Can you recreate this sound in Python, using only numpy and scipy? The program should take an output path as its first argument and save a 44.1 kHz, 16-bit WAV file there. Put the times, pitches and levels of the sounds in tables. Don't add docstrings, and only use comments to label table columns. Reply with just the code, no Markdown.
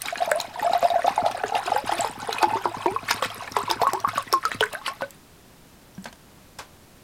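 import sys
import numpy as np
from scipy import signal
from scipy.fft import rfft, irfft, next_fast_len
from scipy.io import wavfile
from scipy.ndimage import uniform_filter1d, map_coordinates

SR = 44100
rng = np.random.default_rng(int(sys.argv[2]) if len(sys.argv) > 2 else 0)


def dump(signal):
    limited = np.clip(np.atleast_2d(signal).T, -1, 1)
    pcm = np.round(limited * 32767).astype(np.int16)
    wavfile.write(sys.argv[1], SR, pcm)


N = 310023


def amp(db):
    return 10 ** (np.asarray(db) / 20)


def unit(x):
    return x / np.sqrt(np.mean(x ** 2) + 1e-20)


def curves(rows):
    s, *cols = np.transpose(rows)
    return [np.interp(np.arange(N) / SR, s, c) for c in cols]


def filtered(x, response):
    m = next_fast_len(N + 8192)
    return irfft(rfft(x, m) * response(np.fft.rfftfreq(m, 1 / SR)), m)[:N]


def coloured(x, points):
    f, db = np.transpose(points)
    return unit(filtered(x, lambda hz: amp(np.interp(np.log(hz + 1), np.log(f), db))))


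def resonance(f, square_hz, width_hz):
    return 1j * f * width_hz / (square_hz - f * f + 1j * f * width_hz)


def wobble(rate):
    knots = rng.standard_normal(int(N * rate / SR) + 4)
    return map_coordinates(knots, [np.arange(N) * rate / SR])


def add(track, s, sound):
    part = track[round(s * SR):][:len(sound)]
    part += sound[:len(part)]


def grains(per_s, low_hz, high_hz, cycles, spread_db, size):
    when, pitch, chance, life, climb = rng.random((round(per_s * N / SR), 5)).T[:, :, None]
    turns = low_hz * (high_hz / low_hz) ** pitch * np.arange(size) / SR
    decay = np.exp(-turns / (cycles * 10 ** (life - .5)))
    fade = (1 - np.exp(-turns)) * decay * np.hanning(2 * size)[size:]
    strength = amp(-spread_db * np.log(1 - .97 * chance))
    bend = .014 * climb ** 3
    sound = strength * fade * np.sin(2 * np.pi * turns * (1 + bend * turns))
    where = (when * N).astype(int) + np.arange(size)
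    return unit(np.bincount(where.ravel(), sound.ravel(), N)[:N])


# time in seconds, resonance in Hz.
AIR_COLUMN = [(0, 723), (1.4, 727), (3, 1006), (4.3, 1077), (5.2, 1400)]


def along_column(steps, play):
    hz, = curves(AIR_COLUMN)
    place = np.interp(hz, steps, np.arange(len(steps)))
    return sum(np.clip(1 - abs(place - k), 0, 1) * play(air_hz) for k, air_hz in enumerate(steps))


def air_column(x, width_hz):
    hz, = curves(AIR_COLUMN)
    steps = np.geomspace(hz.min(), hz.max(), 14)
    return along_column(steps, lambda c: filtered(x, lambda f: resonance(f, c * c, width_hz)))


LIFT = 0.88
# frequency in Hz before the column's lift,
# width in Hz, level in dB.
GLASS_MODES = [(2400, 21, 5.5), (3750, 380, -8), (5133, 35, 2)]


def mug(x):
    hz, = curves(AIR_COLUMN)
    steps = np.linspace(hz.min(), hz.max(), 6)

    def ring(air_hz):
        lift = (LIFT * air_hz) ** 2
        return filtered(x, lambda f: sum(amp(db) * resonance(f, c * c + lift, w) for c, w, db in GLASS_MODES))
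    return x + along_column(steps, ring)


LEAD_DB_PER_S, FALL_DB_PER_S = 1103, 270
# time in seconds, level in dB.
SPRAY_LEVEL = [(0, -44), (.25, -37), (.53, -44.5), (.95, -39.5), (1.39, -45), (1.84, -39.5), (2.08, -35),
               (2.14, -46.5), (2.22, -39.5), (2.75, -45), (3.4, -43), (3.66, -40.5), (4.07, -49.5),
               (4.3, -52), (4.83, -53), (5.16, -60)]


def splash(ending):
    t, (spray_db,) = np.arange(N) / SR, curves(np.vstack([SPRAY_LEVEL, ending]))
    power = amp(spray_db) ** 2
    for s, _, _, db in SNAP_ROWS:
        power += amp(db - np.maximum(LEAD_DB_PER_S * (s - t), FALL_DB_PER_S * (t - s))) ** 2
    return 10 * np.log10(power)


# time in seconds, level in dB before splashes swell it.
POUR_LEVEL = [(0.0, -59), (0.3, -39.5), (0.5, -40), (1.01, -37), (1.3, -36.5), (1.97, -41), (2.21, -39.5),
              (2.56, -34.5), (2.98, -43.5), (3.9, -37.5), (4.22, -48), (4.84, -47), (5.16, -54)]
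# frequency in Hz, filter gain in dB.
CHURN_COLOUR = [(150, -59), (250, -31), (480, -14), (675, -6), (1320, -6.5), (3500, -19), (4550, -49),
                (7700, -120)]


def churn(lumps, splash_db, ending):
    churn_db, = curves(np.vstack([POUR_LEVEL, ending]))
    water = grains(520, 331.0, 3015, cycles=7.0, spread_db=5.5, size=700) + 0.3 * rng.standard_normal(N)
    water = unit(lumps * coloured(water, CHURN_COLOUR))
    column = unit(air_column(water, width_hz=160))
    return amp(churn_db + 0.51 * (splash_db + 42.5)) * (0.71 * water + 0.79 * column)


# frequency in Hz, filter gain in dB.
FIZZ_COLOUR = [(760, -4.5), (1300, -7), (2120, -8.5), (5180, -10), (6070, -16.5), (8910, -6), (15200, -20),
               (16500, -52)]


def fizz(lumps, splash_db):
    small = grains(2600, 1100, 6500, cycles=14, spread_db=4.6, size=330) + .27 * rng.standard_normal(N)
    small += 0.57 * grains(220, 5660, 14160, cycles=9.3, spread_db=7.5, size=110)
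    uneven = lumps * amp(2.6 * wobble(60)) * coloured(small, FIZZ_COLOUR)
    return amp(splash_db) * unit(mug(uneven))


def stream():
    ending = [5.2, -80]  # seconds, dB
    splash_db = splash(ending)
    lumps = amp(2.2 * wobble(28))
    return churn(lumps, splash_db, ending) + fizz(lumps, splash_db)


HUSH_DB = -51
# frequency in Hz, filter gain in dB.
HUSH_COLOUR = [(20, -6.5), (170, -4.5), (541, -13.5), (677, -14), (2210, -21.5), (14600, -29),
               (16800, -33.5)]


def hush():
    return amp(HUSH_DB) * coloured(rng.standard_normal(N), HUSH_COLOUR)


def room(x, t60):
    t = np.arange(SR // 4) / SR
    dull = uniform_filter1d(rng.standard_normal(len(t)), size=3)
    tail = dull * amp(-60 * t / t60) * (t > .003)
    return signal.fftconvolve(x, tail / np.linalg.norm(tail))[:N]


CLICK_HZ = 10300
# start in seconds, level in dB, pitch in Hz,
# level in dB of the spatter thrown up.
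SNAP_ROWS = [(0.019, -13.5, 9040, -36), (0.0575, -20, 3800, -34), (0.084, -18, 2260, -32.5),
             (0.156, -27, 2450, -43), (0.3147, -15.5, 7900, -41), (0.389, -32, 4360, -51),
             (0.402, -15, 4120, -33), (.413, -20, 6840, -45), (0.596, -23, 1850, -39),
             (0.6237, -37, 2600, -36), (0.734, -20.5, 3900, -34), (0.828, -28, 2200, -35.5),
             (0.902, -22, 3780, -68), (1.0707, -25.5, 3540, -30.5), (1.179, -36, 1490, -58),
             (1.262, -25, 3500, -31.5), (1.313, -27, 9450, -38.5), (1.397, -27.5, 1550, -59),
             (1.437, -19, 1690, -63), (1.5519, -20, 2760, -29), (1.663, -26, 7200, -30.5),
             (1.76, -16.5, 1570, -57), (1.878, -23.5, 2780, -32.5), (1.92, -24, 3320, -25.5),
             (1.982, -23, 3530, -28.5), (2.0475, -26.5, 5010, -32.5), (2.328, -16, 4000, -32.5),
             (2.384, -17.5, 2490, -65), (2.428, -15.5, 4520, -28.5), (2.658, -35, 1590, -61),
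             (2.859, -32, 1890, -43.5), (3.087, -17, 1790, -32), (3.1105, -8.5, 5060, -25),
             (3.225, -20.5, 3280, -30), (3.302, -24.5, 3170, -38), (3.476, -26, 1770, -57),
             (3.5205, -22.5, 5500, -85), (3.569, -25, 7500, -32.5), (3.701, -15, 3610, -30),
             (3.712, -10, 5020, -40), (3.8186, -19, 4330, -34.5), (3.874, -24.5, 7600, -39),
             (3.9336, -15, 7950, -52), (4.0015, -25.5, 5770, -67), (4.087, -25, 7900, -35.5),
             (4.157, -24.5, 1490, -33.5), (4.174, -25, 3740, -35), (4.182, -22, 8350, -51),
             (4.225, -28.5, 10000, -60), (4.277, -28.5, 1940, -59), (4.327, -9.5, 5460, -34),
             (4.338, -19, 8300, -54), (4.4532, -16, 4770, -29), (4.518, -36, 3700, -33),
             (4.546, -30, 9300, -55), (4.6078, -9.5, 3030, -31), (4.6396, -25, 7700, -50),
             (4.657, -30, 7460, -61), (4.731, -24.5, 8700, -39.5), (4.8634, -19.5, 2940, -31.5),
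             (5.013, -37, 4340, -41), (5.107, -29, 7700, -63)]


def snaps():
    out, t = np.zeros(N), np.arange(SR // 100) / SR

    def ping(hz, cycles):
        return np.sin(2 * np.pi * hz * t) * (1 - np.exp(-2 * t * hz)) * np.exp(-t * hz / cycles)
    noise = rng.standard_normal((len(SNAP_ROWS), len(t) + 2))
    clicks = (noise[:, 2:] - noise[:, :-2]) * amp(-60 * t / 0.012)
    for (s, db, hz, _), scatter, click in zip(SNAP_ROWS, rng.random((len(SNAP_ROWS), 7, 2)), clicks):
        add(out, s, amp(db) * (ping(hz, cycles=8.6) + hz / 20000 * click))
        for late, pitch in scatter:
            droplet = ping(hz * 2.8 ** (pitch - .4), cycles=5.9)
            add(out, s + 0.025 * late ** 3, amp(db - 5.0 - 18.5 * late) * droplet)
    return filtered(out, lambda f: 1 / (1 + 1j * f / CLICK_HZ))


WITH_SNAP_S = .01


def hard(s):
    return min(abs(s - row[0]) for row in SNAP_ROWS) < WITH_SNAP_S


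SLAP_S = 0.00026


def slap():
    u = np.arange(SR // 200) / SR / SLAP_S
    return u * (u - 2) * np.exp(1 - u)


REACH_OCTAVES = 0.76


def pocket(s, db, hz, glide, rise, t60, waver):
    rise = max(rise, 1e-4)
    life = min(t60 / 3, REACH_OCTAVES / max(glide, 1))
    t = np.arange(round((rise + life + 0.047) * SR)) / SR
    octaves = glide * np.minimum(t, rise + life + 0.0113)
    phase = 2 * np.pi * np.cumsum(hz * 2 ** octaves * waver[round(s * SR):][:len(t)]) / SR
    swell = np.sin(np.pi / 2 * np.clip(t / rise, 0, 1)) * amp(-60 * np.maximum(t - rise, 0) / t60)
    thud = 0.0051 / (rise + 0.000042) * t * hz * np.exp(-1.6 * t * hz)
    burst = amp(-60 * np.maximum(t - rise - life, 0) / 0.042)
    return amp(db) * (swell * burst + thud) * np.sin(phase)


RISE_CYCLES, RING_CYCLES, RING_PER_GLIDE = 0.63, 58, 11.5
SLAP_DB, BIG_HZ = 11, 550
# start in seconds, level in dB, starting pitch in Hz,
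# glide in octaves per second.
POCKET_ROWS = [(.054, -31, 787, 3.5), (0.157, -26.5, 1640, 1), (0.317, -21.5, 1610, -13),
               (.828, -23, 528, 6.5), (1.02, -30, 1810, 8), (1.044, -25.5, 528, 2), (1.438, -25, 442, -4),
               (1.522, -35.5, 426, 6), (1.66, -33, 356, 7), (1.747, -23.5, 492, 4), (1.919, -31.5, 320, 2),
               (2.047, -30.5, 447, -0.5), (2.287, -26.5, 497, -7.5), (2.43, -22.5, 338, 0),
               (2.433, -21.5, 1480, -6), (2.556, -26, 374, 1), (2.655, -24.5, 360, -2.5),
               (2.292, -22, 808, -0.5), (2.86, -19, 345, 4), (2.865, -23.5, 633, 10),
               (3.107, -22.5, 1570, 7), (3.11, -39.5, 484, -11), (3.224, -26, 505, -4.5),
               (3.566, -21.5, 400, 0.5), (3.585, -25.5, 821, 21.5), (3.695, -31, 340, 3.5),
               (3.816, -17.5, 679.5, 19), (3.817, -24, 489, 2.5), (3.933, -24, 365.5, 1.5),
               (3.934, -19.5, 770, 9), (4.042, -29, 794, 12), (4.175, -30.5, 554, 1.5),
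               (4.328, -23.5, 377, -3.5), (4.43, -36.5, 1870, -3), (4.453, -39.5, 418, 11),
               (4.503, -46, 616, 39), (4.517, -24.5, 1890, -6), (4.608, -24, 858, 9.5), (4.61, -20, 419, 2),
               (4.629, -24, 987, 4.5), (4.736, -33.5, 563, 10), (4.815, -37.5, 1130, 3),
               (4.876, -38.5, 519, 8), (4.902, -40, 624, 21.5), (4.88, -24, 1460, -3), (5.021, -21, 538, 1)]


def trapped_pockets(waver):
    out, (column,) = np.zeros(N), curves(AIR_COLUMN)
    for s, db, hz, glide in POCKET_ROWS:
        t60 = (RING_CYCLES + RING_PER_GLIDE * max(glide, 0)) / hz
        add(out, s, pocket(s, db, hz, glide, RISE_CYCLES / hz, t60, waver))
        fullness = column[round(s * SR)] / column.max()
        add(out, s, hard(s) * amp(db + SLAP_DB) * min(BIG_HZ / hz, 1) * fullness * slap())
    return out


HUM_SCATTER, NECK_DROP_PER_S = 0.14, 0.049
# start in seconds, level in dB.
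GLUG_ROWS = [(0.064, -36), (0.171, -33), (0.274, -35), (0.387, -34), (0.482, -35), (0.615, -30),
             (0.71, -29.5), (0.831, -28.5), (0.935, -34), (1.047, -31), (1.107, -29.5), (1.226, -23.5),
             (1.31, -32), (1.445, -28), (1.546, -35), (1.699, -29), (1.841, -25.5), (1.989, -25.5),
             (2.096, -31), (2.178, -30), (2.229, -30.5), (2.345, -34), (2.471, -26), (2.524, -27),
             (2.664, -28), (2.769, -26.5), (2.913, -27), (3.031, -30.5), (3.145, -29), (3.256, -28.5),
             (3.379, -33.5), (3.516, -30.5), (3.635, -27), (3.763, -28.5), (3.888, -31), (3.999, -37),
             (4.075, -26.5), (4.159, -31), (4.27, -34.5), (4.548, -25.5), (5.031, -41)]


def glugs():
    out, t = np.zeros(N), np.arange(SR // 6) / SR
    for (s, db), vary in zip(GLUG_ROWS, rng.normal(1, 0.07, len(GLUG_ROWS))):
        hz = vary * (120 + 330 * (1 - NECK_DROP_PER_S * s) * np.exp(-t / 0.0049))
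        neck = amp(-60 * t / 0.043) * np.sin(2 * np.pi * np.cumsum(hz) / SR)
        hum_level = 0.26 * min(0.16 + s / 3, 1)
        hum_shape = (1 - np.exp(-t / 0.0063)) * amp(-60 * t / 0.33)
        hum = hum_level * hum_shape * np.sin(2 * np.pi * 108 * vary ** HUM_SCATTER * t)
        add(out, s, amp(db) * (neck + hum))
    return out


PULL_PER_S = 12
PLOP_RISE_S, SHARPEN = 0.0059, 2.78
HARD_RISE, PLOP_SLAP_DB = 0.6, -15.5
SHED_DB, SHED_SPAN, SHED_GLIDE, SHED_CYCLES = -18, 2.6, 16, 40
# start in seconds, level in dB,
# starting pitch in Hz, t60 in seconds.
PLOP_ROWS = [(.125, -22.5, 670, 0.032), (.204, -15, 690, 0.024), (.219, -12, 678, 0.04),
             (.277, -21, 663, 0.048), (.298, -19, 627, 0.029), (.315, -16.5, 588, 0.13),
             (.353, -19.5, 658, 0.15), (0.625, -16.5, 880, 0.041), (.645, -15.5, 690, 0.034),
             (.661, -13.5, 676, 0.063), (0.696, -12.5, 674, 0.04), (.733, -8.5, 795, 0.026),
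             (.749, -13.5, 680, 0.099), (.827, -15, 703, 0.11), (.849, -12, 682, 0.062),
             (.902, -15.5, 730, 0.04), (.915, -18, 688, 0.057), (.94, -14, 756, 0.08),
             (.955, -11.5, 678, 0.078), (.99, -15.5, 670, 0.018), (1.043, -16.5, 683, 0.078),
             (1.079, -7, 750, 0.034), (1.178, -9, 867, 0.016), (1.188, -14.5, 680, 0.093),
             (1.236, -20.5, 770, 0.053), (1.262, -8, 710, 0.015), (1.436, -18.5, 694, 0.026),
             (1.521, -16, 760, 0.014), (1.556, -15, 774, 0.073), (1.588, -19, 780, 0.032),
             (1.676, -19, 708, 0.038), (1.718, -9, 786, 0.012), (1.762, -12, 820, 0.03),
             (1.78, -15.5, 858, 0.031), (1.893, -12, 742, 0.01), (1.923, -16, 884, 0.035),
             (1.994, -16.5, 720, 0.065), (2.016, -18, 823, 0.066), (2.045, -16, 875, 0.018),
             (2.43, -8.5, 910, 0.016), (2.44, -9.5, 842, 0.045), (2.478, -18.5, 880, 0.056),
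             (2.533, -15, 885, 0.11), (2.656, -13, 947, 0.05), (2.859, -11, 943, 0.064),
             (2.962, -16, 1054, 0.037), (3.108, -14, 952, 0.054), (3.1103, -10.5, 1320, 0.0064),
             (3.226, -19, 1116, 0.027), (3.566, -8, 932, 0.031), (3.679, -23.5, 970, .05),
             (3.711, -18, 943, 0.07), (3.834, -10, 981, 0.067), (3.869, -11.5, 1084, 0.052),
             (3.888, -22, 1030, 0.05), (4.047, -14.5, 1133, 0.077), (4.088, -20.5, 1313, 0.026),
             (4.075, -16, 1193, 0.013), (4.179, -16.5, 1130, 0.078), (4.337, -10, 1102, 0.13),
             (4.452, -13, 1291, 0.099), (4.627, -11, 1510, .04), (4.637, -14.5, 1640, 0.032),
             (4.751, -24, 1580, 0.056), (4.88, -23, 1091, 0.15), (5.009, -26, 965, 0.034),
             (5.025, -22.5, 1503, 0.063)]


def plops(waver):
    out, (column,) = np.zeros(N), curves(AIR_COLUMN)
    for (s, db, hz, t60), (late, higher, climb) in zip(PLOP_ROWS, rng.random((len(PLOP_ROWS), 3))):
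        air_hz = column[round(s * SR)]
        depth = (column[0] / air_hz) ** SHARPEN
        rise = PLOP_RISE_S * depth * (HARD_RISE if hard(s) else 1)
        glide = PULL_PER_S * depth * np.log2(air_hz / hz)
        add(out, s, pocket(s, db, hz, glide, rise, t60, waver))
        add(out, s, hard(s) * amp(db + PLOP_SLAP_DB) * slap())
        shed_s, shed_hz = s + late * t60, hz * SHED_SPAN ** higher
        shed_t60 = SHED_CYCLES / shed_hz
        add(out, shed_s, pocket(shed_s, db + SHED_DB, shed_hz, SHED_GLIDE * climb, rise, shed_t60, waver))
    return out


FLUTTER_DB = 2


def bubbles():
    waver = 1 + 0.031 * wobble(70)
    return (plops(waver) + trapped_pockets(waver)) * amp(FLUTTER_DB * wobble(110))


# start in seconds, level in dB, pitch in Hz.
CREASE_ROWS = [(5.951, -41, 5700), (6.025, -40, 7900), (6.061, -35, 3620), (6.086, -37, 4300)]


def creases():
    out, t = np.zeros(N), np.arange(SR // 5) / SR
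    for s, db, hz in CREASE_ROWS:
        add(out, s, amp(db - 60 * t / 0.014) * (1 - np.exp(-t * hz)) * np.sin(2 * np.pi * hz * t))
    return out


# frequency in Hz, relative level in dB, t60 in seconds.
WALL_MODES = [(717, -6, 0.07), (960, -3, 0.07), (1583, -2, 0.063)]
# start in seconds, level in dB before a common trim,
# t60 in seconds, tilt in dB per octave.
CRACKLE_ROWS = [(5.979, -40, 0.037, -6), (6.042, -28, 0.03, 2), (6.056, -26.5, 0.11, -5.5),
                (6.127, -29.5, 0.022, -1.5), (6.156, -38, 0.018, -1), (6.586, -27, 0.07, 0.5),
                (6.59, -27, 0.18, -5)]


def crackles():
    out, t = np.zeros(N), np.arange(SR // 5) / SR
    f = np.fft.rfftfreq(len(t), 1 / SR) + 1
    wall = sum(amp(level - 60 * t / decay) * np.sin(2 * np.pi * c * t) for c, level, decay in WALL_MODES)
    noises = rng.standard_normal((len(CRACKLE_ROWS), len(t)))
    for (s, db, t60, tilt_db), noise in zip(CRACKLE_ROWS, noises):
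        colour = amp(tilt_db * np.log2(f / 1500)) / (1 + (520 / f) ** 4) / (1 + (f / 9500) ** 4)
        burst = unit(irfft(rfft(noise) * colour, len(t)))
        add(out, s, amp(db - 6.5 - 60 * t / t60) * (1 - np.exp(-t / 0.00066)) * burst)
        add(out, s, amp(db - 20 - 2.64 * tilt_db) * wall)
    return out


POP_S = 0.048
# start in seconds, level in dB, pitch in Hz.
POP_ROWS = [(5.98, -29.5, 192), (6.057, -39.5, 226)]


def pops():
    out, t = np.zeros(N), np.arange(SR // 5) / SR
    shape = np.cos(np.pi / 2 * np.minimum(t / POP_S, 1)) * (1 - np.exp(-t / 0.0015))
    for s, db, hz in POP_ROWS:
        add(out, s, amp(db) * shape * np.sin(2 * np.pi * hz * t))
    return out


def scene():
    near = stream() + mug(snaps()) + bubbles() + glugs() + creases() + crackles() + pops()
    tail = amp(-15.5) * room(near, t60=.14)
    return (near + tail + hush())[None]


TOP_HZ = 16200


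def record(dry):
    return filtered(dry[0], lambda hz: hz < TOP_HZ)[None]


dry = scene()
out = record(dry)
dump(out)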